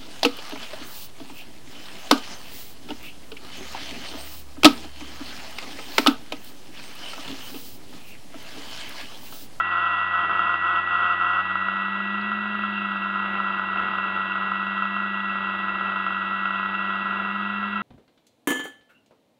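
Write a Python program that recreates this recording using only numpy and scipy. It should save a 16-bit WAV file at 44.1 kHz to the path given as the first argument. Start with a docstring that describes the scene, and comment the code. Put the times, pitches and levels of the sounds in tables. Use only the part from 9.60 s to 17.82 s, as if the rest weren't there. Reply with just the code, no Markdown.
"""An evenly chattering shaft and a steady whine are heard first, on the deck of a model boat on a pond.
As the throttle opens around two seconds, the hum rises and the rattle turns loose, with hard knocks.
Rattle and knocks are impulses and scraping noise sent through hull resonances; the whine is a fixed
chopping tone with commutator sidebands; hums are sines locked to the shaft's turns.
Noise shaped in colour and slowly varied in level gives water along the sides; one drop hits the deck."""
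import sys
import numpy as np
from scipy import signal
from scipy.fft import rfft, irfft, next_fast_len
from scipy.io import wavfile
from scipy.ndimage import uniform_filter1d

SR = 44100
rng = np.random.default_rng(int(sys.argv[2]) if len(sys.argv) > 2 else 0)


def transcribe(signal):
    """Save signal, clipped to [-1, 1], as a 16-bit WAV file at the path in sys.argv[1]."""
    frames = np.atleast_2d(signal).T
    limited = np.clip(frames, -1, 1)
    pcm = np.round(limited * 32767).astype(np.int16)
    wavfile.write(sys.argv[1], SR, pcm)


N = 362502
TIME = np.arange(N) / SR   # s
SIZE = 2 * next_fast_len(N // 2 + 8192)   # transform length, with room for ringing
BINS = np.maximum(np.arange(SIZE // 2 + 1) * SR / SIZE, 1)   # Hz

# faint electronic hiss, relative density: frequency_hz, level_db (per Hz)
HISS_SPECTRUM = [(5000, -13), (6000, -25), (6700, -2), (8000, -20), (10000, -0.5), (13000, 0), (15500, -4)]
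# water and air along the hull, relative density: frequency_hz, level_db (per Hz)
WASH_SPECTRUM = [(25, -15), (42, -12), (60, -1), (80, -6.5), (140, -9), (220, 6), (280, -18.5), (390, 5),
                 (480, -4), (750, 2.5), (1800, -0.5), (2400, -6), (3700, -16), (5500, -53.5)]
# a drop hits the deck: time_s, peak_db
DECK_DROPS = [(2.6135, -40)]
# wavering tones of the drive line, off the shaft's orders:
# multiple (of the shaft rate), low_speed_db, cruise_db
DRIVE_LINE_TONES = [(2.44, -64, -65), (3.06, -71, -63), (3.27, -68, -56), (3.48, -60, -57.5),
                    (3.71, -55, -55.5)]
# resonances of the motor can, relative levels: centre_hz, width_hz, level_db
CAN_MODES = [(2543, 180, -15), (2625, 90, -2), (2722, 89, 3.5), (2860, 180, -11.5), (3140, 140, -13),
             (3377, 150, -11.5), (3714, 220, -22), (4365, 180, -33.5), (4700, 360, -37)]
# brief swells of the rubbing: centre_s, half_length_s, rise_db
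RUBBING_SWELLS = [(.81, .04, 2.5), (3.181, .09, 3.5)]
# rotation of the shaft: time_s, speed_turns_per_s
SHAFT_SPEED = [(0.1, 88.5), (0.16, 88.4), (1.21, 88.4), (1.43, 89.6), (1.73, 89.6), (1.86, 93.7),
               (2.11, 96.9), (2.5, 99.8), (2.7, 103.3), (2.99, 102.8), (3.4, 98.8), (3.79, 98.8),
               (4.01, 97.0), (4.69, 96.9), (5.39, 99.3), (5.91, 97.8), (6.5, 97.0), (7.5, 98.1),
               (8.15, 102.4), (8.22, 102.1)]
# once-a-turn hum of the unbalance: speed_turns_per_s, level_db
UNBALANCE_LEVEL = [(95.5, -51), (97.5, -60), (99, -60.5), (101, -57.5)]
# higher shaft orders: multiple (of the shaft rate), low_speed_db, cruise_db, chatter_rise_db
SHAFT_ORDERS = [(3, -70, -74, 0), (4, -57, -69, 0), (6, -72, -61, 5.5), (7, -68, -58, 0), (8, -62, -68, 12),
                (9, -50.5, -50, 0), (10, -55, -64, 2), (12, -52, -53, 7), (15, -44, -49, 11),
                (17, -47, -54, 5), (31, -58, -60, 9)]
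# level of the controller's chopping tone: time_s, level_db
WHINE_LEVEL = [(0.05, -31.5), (1.48, -31), (2.57, -34), (3.51, -38.5), (3.6, -36), (5.65, -35), (7.38, -36),
               (8.22, -39.5)]
# commutation sidebands of the whine:
# multiple (of the chopping rate), offset (shaft orders), low_speed_db, cruise_db
WHINE_SIDEBANDS = [(1, -3, -44, -42.5), (1, -2, -56, -55), (1, -1, -60.5, -63), (1, 2, -59.5, -52),
                   (1, 3, -56, -62.5), (2, -3, -60.5, -58.5), (2, -2, -84, -69.5), (2, -1, -80, -76.5),
                   (2, 2, -91.5, -77.5)]
# spells at low speed that catch the shaft in even chatter: start_s, end_s, rattle_rise_db
CHATTER_SPELLS = [(-.03, .022, 4.6), (.1, .43, 3.9), (.515, .66, 4.4), (.69, .955, 4.2), (1.03, 1.21, 5.5),
                  (1.3, 1.55, 5.5), (1.61, 1.82, 4.4)]
# resonances of hull and motor mount, relative levels: centre_hz, width_hz, level_db
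HULL_MODES = [(317, 35, -20), (693, 232, -20.5), (820, 210, -25.5), (1016, 60.4, -5), (1164, 220, -14),
              (1278, 90, -3.5), (1351.7, 114, 2.5), (1446, 110, -3.5), (1606, 140, -22.5),
              (1891, 98, -21.5), (2160, 120, -25), (2726, 190, -20), (3160, 410, -25), (4810, 630, -50)]
# the hardest knocks of the shaft on its tube: time_s, peak_db
HARD_KNOCKS = [(0.6953, -14), (0.7928, -10), (0.8934, -12), (0.9412, -11.5), (1.914, -16), (1.9553, -12.5),
               (2.0847, -12.5), (2.137, -16), (2.717, -15), (3.0363, -16), (3.5573, -17), (3.6592, -18),
               (3.8014, -13.5), (3.995, -14), (4.0866, -17.5), (4.1584, -16), (4.2, -17), (4.3126, -18.5),
               (4.353, -17), (4.3848, -15), (4.755, -15.5), (4.9181, -13.5), (5.2227, -16.5), (5.2545, -17),
               (5.3652, -15), (5.8711, -19.5), (6.2103, -16.5), (6.4651, -14), (6.506, -18), (6.8561, -17),
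               (6.9062, -16.5), (6.9972, -18), (7.0295, -17), (7.0587, -16)]

CHOP_HZ, WHISTLE_HZ, CUTOFF_HZ = 1943.5, 14800, 15700
# as it speeds up the shaft works loose, rattles worst, then runs smoother (turns per s)
LOOSENS_AT, LOOSE_AT, ROUGHEST_AT, SMOOTH_AT = 90, 96, 97.5, 101
# the propeller's twice-a-turn hum, and its boom at a resonance of the deck
BLADE_DB, BOOM_DB, BOOM_HZ, BOOM_WIDTH_HZ = -55.5, -34, 203.5, 16.5
# octave of the whine at low and at cruising speed
OCTAVE_DB, OCTAVE_CRUISE_DB = -62.5, -55.5
# the loose rattle, and its fall past the roughest rate (dB per turn per s)
RATTLE_DB, SMOOTHING_DB = -28, 0.5
# rubbing of brushes and bearings, and its rise during chatter
RUB_DB, RUB_CHATTER_DB = -38, 2
# chance knocks once the shaft is fully loose: rate (per s), peak level before smoothing
KNOCKS_PER_S, KNOCK_DB = 3.0, -20
# lag of the chatter behind the shaft in a spell: mean and spread (turns per s)
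CHATTER_LAG, CHATTER_WANDER = .55, .35


def from_db(db):
    """Logarithmic level: decibels become an amplitude gain."""
    return 10 ** (np.asarray(db) / 20)


def rms_one(x):
    """Normalization: a signal is scaled to unit mean power."""
    return x / np.sqrt(np.mean(x ** 2) + 1e-20)


def evened(x):
    """Short-time normalization: unit power over a fifth of a second leaves single blows standing."""
    return x / np.sqrt(uniform_filter1d(x ** 2, size=SR // 5) + 1e-12)


def in_time(rows):
    """Linear interpolation: the second column of a curve at every sample."""
    time_s, values = np.transpose(rows)
    return np.interp(TIME, time_s, values)


def drift(corner_hz):
    """Low-passed chance: white noise through two equal poles wanders slowly, with spread 1."""
    step = 40   # samples between the computed points
    pole = np.exp(-2 * np.pi * step * corner_hz / SR)
    noise = rng.standard_normal(N // step + 2002)
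    slow = signal.lfilter([1], [1, -2 * pole, pole * pole], noise)[2000:]   # settled part
    return np.interp(np.arange(N) / step, np.arange(len(slow)), rms_one(slow))


def between(low_db, cruise_db, cruise):
    """Linear blend: a level moves from its low-speed to its cruising value."""
    return low_db + cruise * (cruise_db - low_db)


def tone(level_db, cycles):
    """Sinusoid: its phase is counted in cycles and its level is effective (rms)."""
    return np.sqrt(2) * from_db(level_db) * np.sin(2 * np.pi * cycles)


def coloured_noise(spectrum):
    """Spectral shaping: white noise takes a given colour, at unit power."""
    hz, db = np.transpose(spectrum)
    gain = from_db(np.interp(np.log(BINS), np.log(hz), db))
    white = rfft(rng.standard_normal(SIZE))
    return rms_one(irfft(white * gain)[:N])


def resonance(hz, centre_hz, width_hz):
    """Resonance: a steep-sided power response, 1 on top; half-power width is 0.76 of width_hz."""
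    return 1 / (1 + ((hz - centre_hz) / (0.76 * width_hz)) ** 2) ** 3.08


def body(modes):
    """Causality: resonances add in power and get minimum phase, so they ring only after a blow."""
    power = sum(from_db(db) ** 2 * resonance(BINS, hz, width) for hz, width, db in modes)
    # folding the cepstrum onto positive times gives the minimum phase
    cepstrum = irfft(np.log(power) / 2)
    cepstrum[1:SIZE // 2] *= 2
    cepstrum[SIZE // 2 + 1:] = 0
    return np.exp(rfft(cepstrum))


def through(force, response):
    """Linear response: the force spectrum is multiplied by the body's response."""
    return irfft(rfft(force, SIZE) * response)[:N]


def clicks(times, sizes):
    """Impulse: each blow occupies one sample at its time."""
    samples = np.clip(np.round(times * SR).astype(int), 0, N - 1)
    return np.bincount(samples, sizes, N)


def strike(events, response):
    """Impulse response: each blow on a body rings up to its peak level."""
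    times, peak_db = np.transpose(events)
    ringing = through(clicks(times, from_db(peak_db)), response)
    return ringing / np.abs(irfft(response)).max()


def electronic_hiss(level_db=-78):
    """Broadband noise: a faint steady hiss of the electronics."""
    return from_db(level_db) * coloured_noise(HISS_SPECTRUM)


def electronic_whistle(level_db=-88):
    """Pure tone: a faint steady whistle of the electronics."""
    return tone(level_db, WHISTLE_HZ * TIME)


def water_wash(level_db=-46, surge_db=3.5):
    """Turbulence: the bow wave washes by as coloured noise that surges slowly."""
    return from_db(level_db + surge_db * drift(2.6)) * coloured_noise(WASH_SPECTRUM)


def deck_drop():
    """Impact: a drop thrown by the bow wave excites two high resonances of the deck."""
    deck = body([(4100, 350, -1.5), (4700, 400, -10)])   # centre_hz, width_hz, level_db
    return strike(DECK_DROPS, deck)


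def drive_line(turns, cruise, waver_db=1.5, slip_hz=1.5):
    """Rolling slip: bearings slip a little, so their tones wander off fixed multiples of the shaft."""
    out = np.zeros(N)
    for multiple, low_db, cruise_db in DRIVE_LINE_TONES:
        slipped = np.cumsum(slip_hz * drift(5)) / SR
        cycles = multiple * turns + slipped + rng.random()
        out += tone(between(low_db, cruise_db, cruise) + waver_db * drift(3.6), cycles)
    return out


def scrape(hits, slide_s, steady):
    """Sliding friction: noise follows a pressure that decays after each contact, over a steady part."""
    decay = np.exp(-1 / (slide_s * SR))
    pressure = evened(signal.lfilter([1], [1, -decay], hits))
    return (pressure + steady) * rng.standard_normal(N)


def brushes(hits, grip, waver_db=0.57):
    """Friction noise: rubbing makes the motor can hiss, more while the shaft chatters."""
    swell_db = sum(db * np.exp(-((TIME - s) / half_s) ** 2) for s, half_s, db in RUBBING_SWELLS)
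    rub_db = RUB_DB + RUB_CHATTER_DB * grip + swell_db + waver_db * drift(4)
    rubbing = scrape(hits, slide_s=0.0036, steady=1.7)
    return from_db(rub_db) * evened(through(rubbing, body(CAN_MODES)))


def unbalance_hum(speed, turns):
    """Rotating unbalance: one cycle per turn, at a level set by the speed."""
    return tone(np.interp(speed, *np.transpose(UNBALANCE_LEVEL)), turns)


def propeller_hum(speed, turns):
    """Forced resonance: the twice-a-turn hum booms as it climbs into a resonance of the deck."""
    boom_power = from_db(BOOM_DB) ** 2 * resonance(2 * speed, BOOM_HZ, BOOM_WIDTH_HZ)
    level_db = 10 * np.log10(from_db(BLADE_DB) ** 2 + boom_power)
    return tone(level_db, 2 * turns)


def shaft_orders(speed, turns, contact_turns, cruise, grip, hull, waver_db=2.54):
    """Harmonic series: higher orders pass through the hull, and some swell when the shaft chatters."""
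    hull_phase = np.unwrap(np.angle(hull))
    out = np.zeros(N)
    for multiple, low_db, cruise_db, chatter_db in SHAFT_ORDERS:
        level_db = between(low_db, cruise_db, cruise) + grip * chatter_db + waver_db * drift(14)
        # orders changed by the chatter keep step with the contacts
        cycles = multiple * (contact_turns if chatter_db else turns)
        hull_cycles = np.interp(multiple * speed, BINS, hull_phase) / (2 * np.pi)
        out += tone(level_db, cycles + hull_cycles + .25)   # a quarter cycle makes a cosine
    return out


def chopping_whine(cruise, waver_db=0.63):
    """Magnetic force: chopped current sings in the windings at a fixed pitch and its octave."""
    chops = CHOP_HZ * TIME
    whine = tone(in_time(WHINE_LEVEL) + waver_db * drift(11), chops)
    return whine + tone(between(OCTAVE_DB, OCTAVE_CRUISE_DB, cruise), 2 * chops)


def commutator_sidebands(turns, cruise, waver_db=1.04):
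    """Modulation: the turning commutator puts tones at shaft orders on either side of the whine."""
    out = np.zeros(N)
    for multiple, offset, low_db, cruise_db in WHINE_SIDEBANDS:
        cycles = multiple * CHOP_HZ * TIME + offset * turns + rng.random()
        out += tone(between(low_db, cruise_db, cruise) + waver_db * drift(6.8), cycles)
    return out


def chatter_spells():
    """Intermittent contact: grip (1 in even chatter, 0 when loose) and the rise in dB it brings."""
    inside = np.array([(TIME > start) & (TIME < end) for start, end, _ in CHATTER_SPELLS], float)
    eased = uniform_filter1d(inside, size=SR // 40)
    spell_rise_db = np.array(CHATTER_SPELLS)[:, 2]
    return eased.sum(axis=0), spell_rise_db @ eased


def smoothing_db(speed):
    """Self-centring: past its roughest rate the shaft hits more softly."""
    return -SMOOTHING_DB * np.clip(speed - ROUGHEST_AT, 0, SMOOTH_AT - ROUGHEST_AT)


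def contacts(turns, grip, loose_jitter_s=.0004, back_side_db=-12):
    """Whirl: the shaft hits its tube twice a turn; when loose it leans and whirls every five turns or so."""
    jitter_s, spread_db, whirl_db = .00017, 1.8, 2.0
    half_turns = np.arange(int(2 * turns[-1]))
    late, force, slip = rng.standard_normal((2000, 3))[:len(half_turns)].T
    times = np.interp(half_turns / 2, turns, TIME)
    lean = 1 - np.interp(times, TIME, grip)
    whirl = np.sin(2 * np.pi * np.cumsum(.105 + .03 * slip))   # cycles per half turn
    lean_db = whirl_db * whirl + back_side_db * (half_turns % 2)
    level_db = spread_db * np.minimum(force, 1) + lean * lean_db
    late_s = (jitter_s + loose_jitter_s * lean) * late
    return clicks(times + late_s, from_db(level_db))


def knocks(speed, turns, cruise, spread_db=0.5):
    """Random impacts: rows (time_s, peak_db) of hard knocks and of chance ones on turns of the loose shaft."""
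    starts = np.flatnonzero(np.diff(np.floor(turns)))   # first samples of the turns
    luck, force = rng.random((2000, 2))[:len(starts)].T
    struck = luck < KNOCKS_PER_S * cruise[starts] / speed[starts]
    peak_db = KNOCK_DB + smoothing_db(speed[starts]) + spread_db * (2 * force - 1)
    chance_knocks = np.column_stack([TIME[starts], peak_db])[struck]
    return np.vstack([HARD_KNOCKS, chance_knocks])


def free_flight(blows, dip_db=-4):
    """Loss of contact: around a knock the shaft swings clear of its tube and rattles less."""
    times = blows[:, 0]
    near = signal.fftconvolve(clicks(times, np.ones(len(times))), np.hanning(SR // 45), "same")
    return from_db(dip_db * np.clip(near, 0, 1))


def rattle(hits, blows, speed, grip, rise_db, hull, waver_db=.5):
    """Forced vibration: contacts, scraping and knocks ring in the hull; a loose shaft scrapes more."""
    level_db = RATTLE_DB + smoothing_db(speed) + rise_db + waver_db * drift(3.9)
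    scrape_db = -2 - 6 * grip   # relative to the contacts
    scraping = rms_one(scrape(hits, slide_s=0.0052, steady=.8))
    force = evened(hits) + from_db(scrape_db) * scraping
    gain = from_db(level_db) * free_flight(blows)
    return gain * evened(through(force, hull)) + strike(blows, hull)


def scene():
    """Superposition: one shaft drives hum, sidebands and rattle, over water and faint electronics."""
    speed = in_time(SHAFT_SPEED)
    turns = np.cumsum(speed * (1 + .001 * drift(8))) / SR
    # 0 at low speed, 1 with the throttle open
    cruise = np.interp(speed, [LOOSENS_AT, LOOSE_AT], [0, 1])
    grip, rise_db = chatter_spells()
    lag = grip * (CHATTER_LAG + CHATTER_WANDER * drift(8))
    contact_turns = turns - np.cumsum(lag) / SR
    hull = body(HULL_MODES)
    hits = contacts(contact_turns, grip)
    blows = knocks(speed, turns, cruise)

    background = electronic_hiss() + electronic_whistle() + water_wash() + deck_drop()
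    motor = brushes(hits, grip) + chopping_whine(cruise) + commutator_sidebands(turns, cruise)
    hum = unbalance_hum(speed, turns) + propeller_hum(speed, turns) + drive_line(turns, cruise)
    hum += shaft_orders(speed, turns, contact_turns, cruise, grip, hull)
    return (background + motor + hum + rattle(hits, blows, speed, grip, rise_db, hull))[None]


def record(dry):
    """Band limiting: a steep elliptic low-pass cuts the top."""
    low_pass = signal.ellip(10, .1, 80, CUTOFF_HZ, fs=SR, output="sos")   # ripple and rejection in dB
    return signal.sosfilt(low_pass, dry)


dry = scene()
out = record(dry)
transcribe(out)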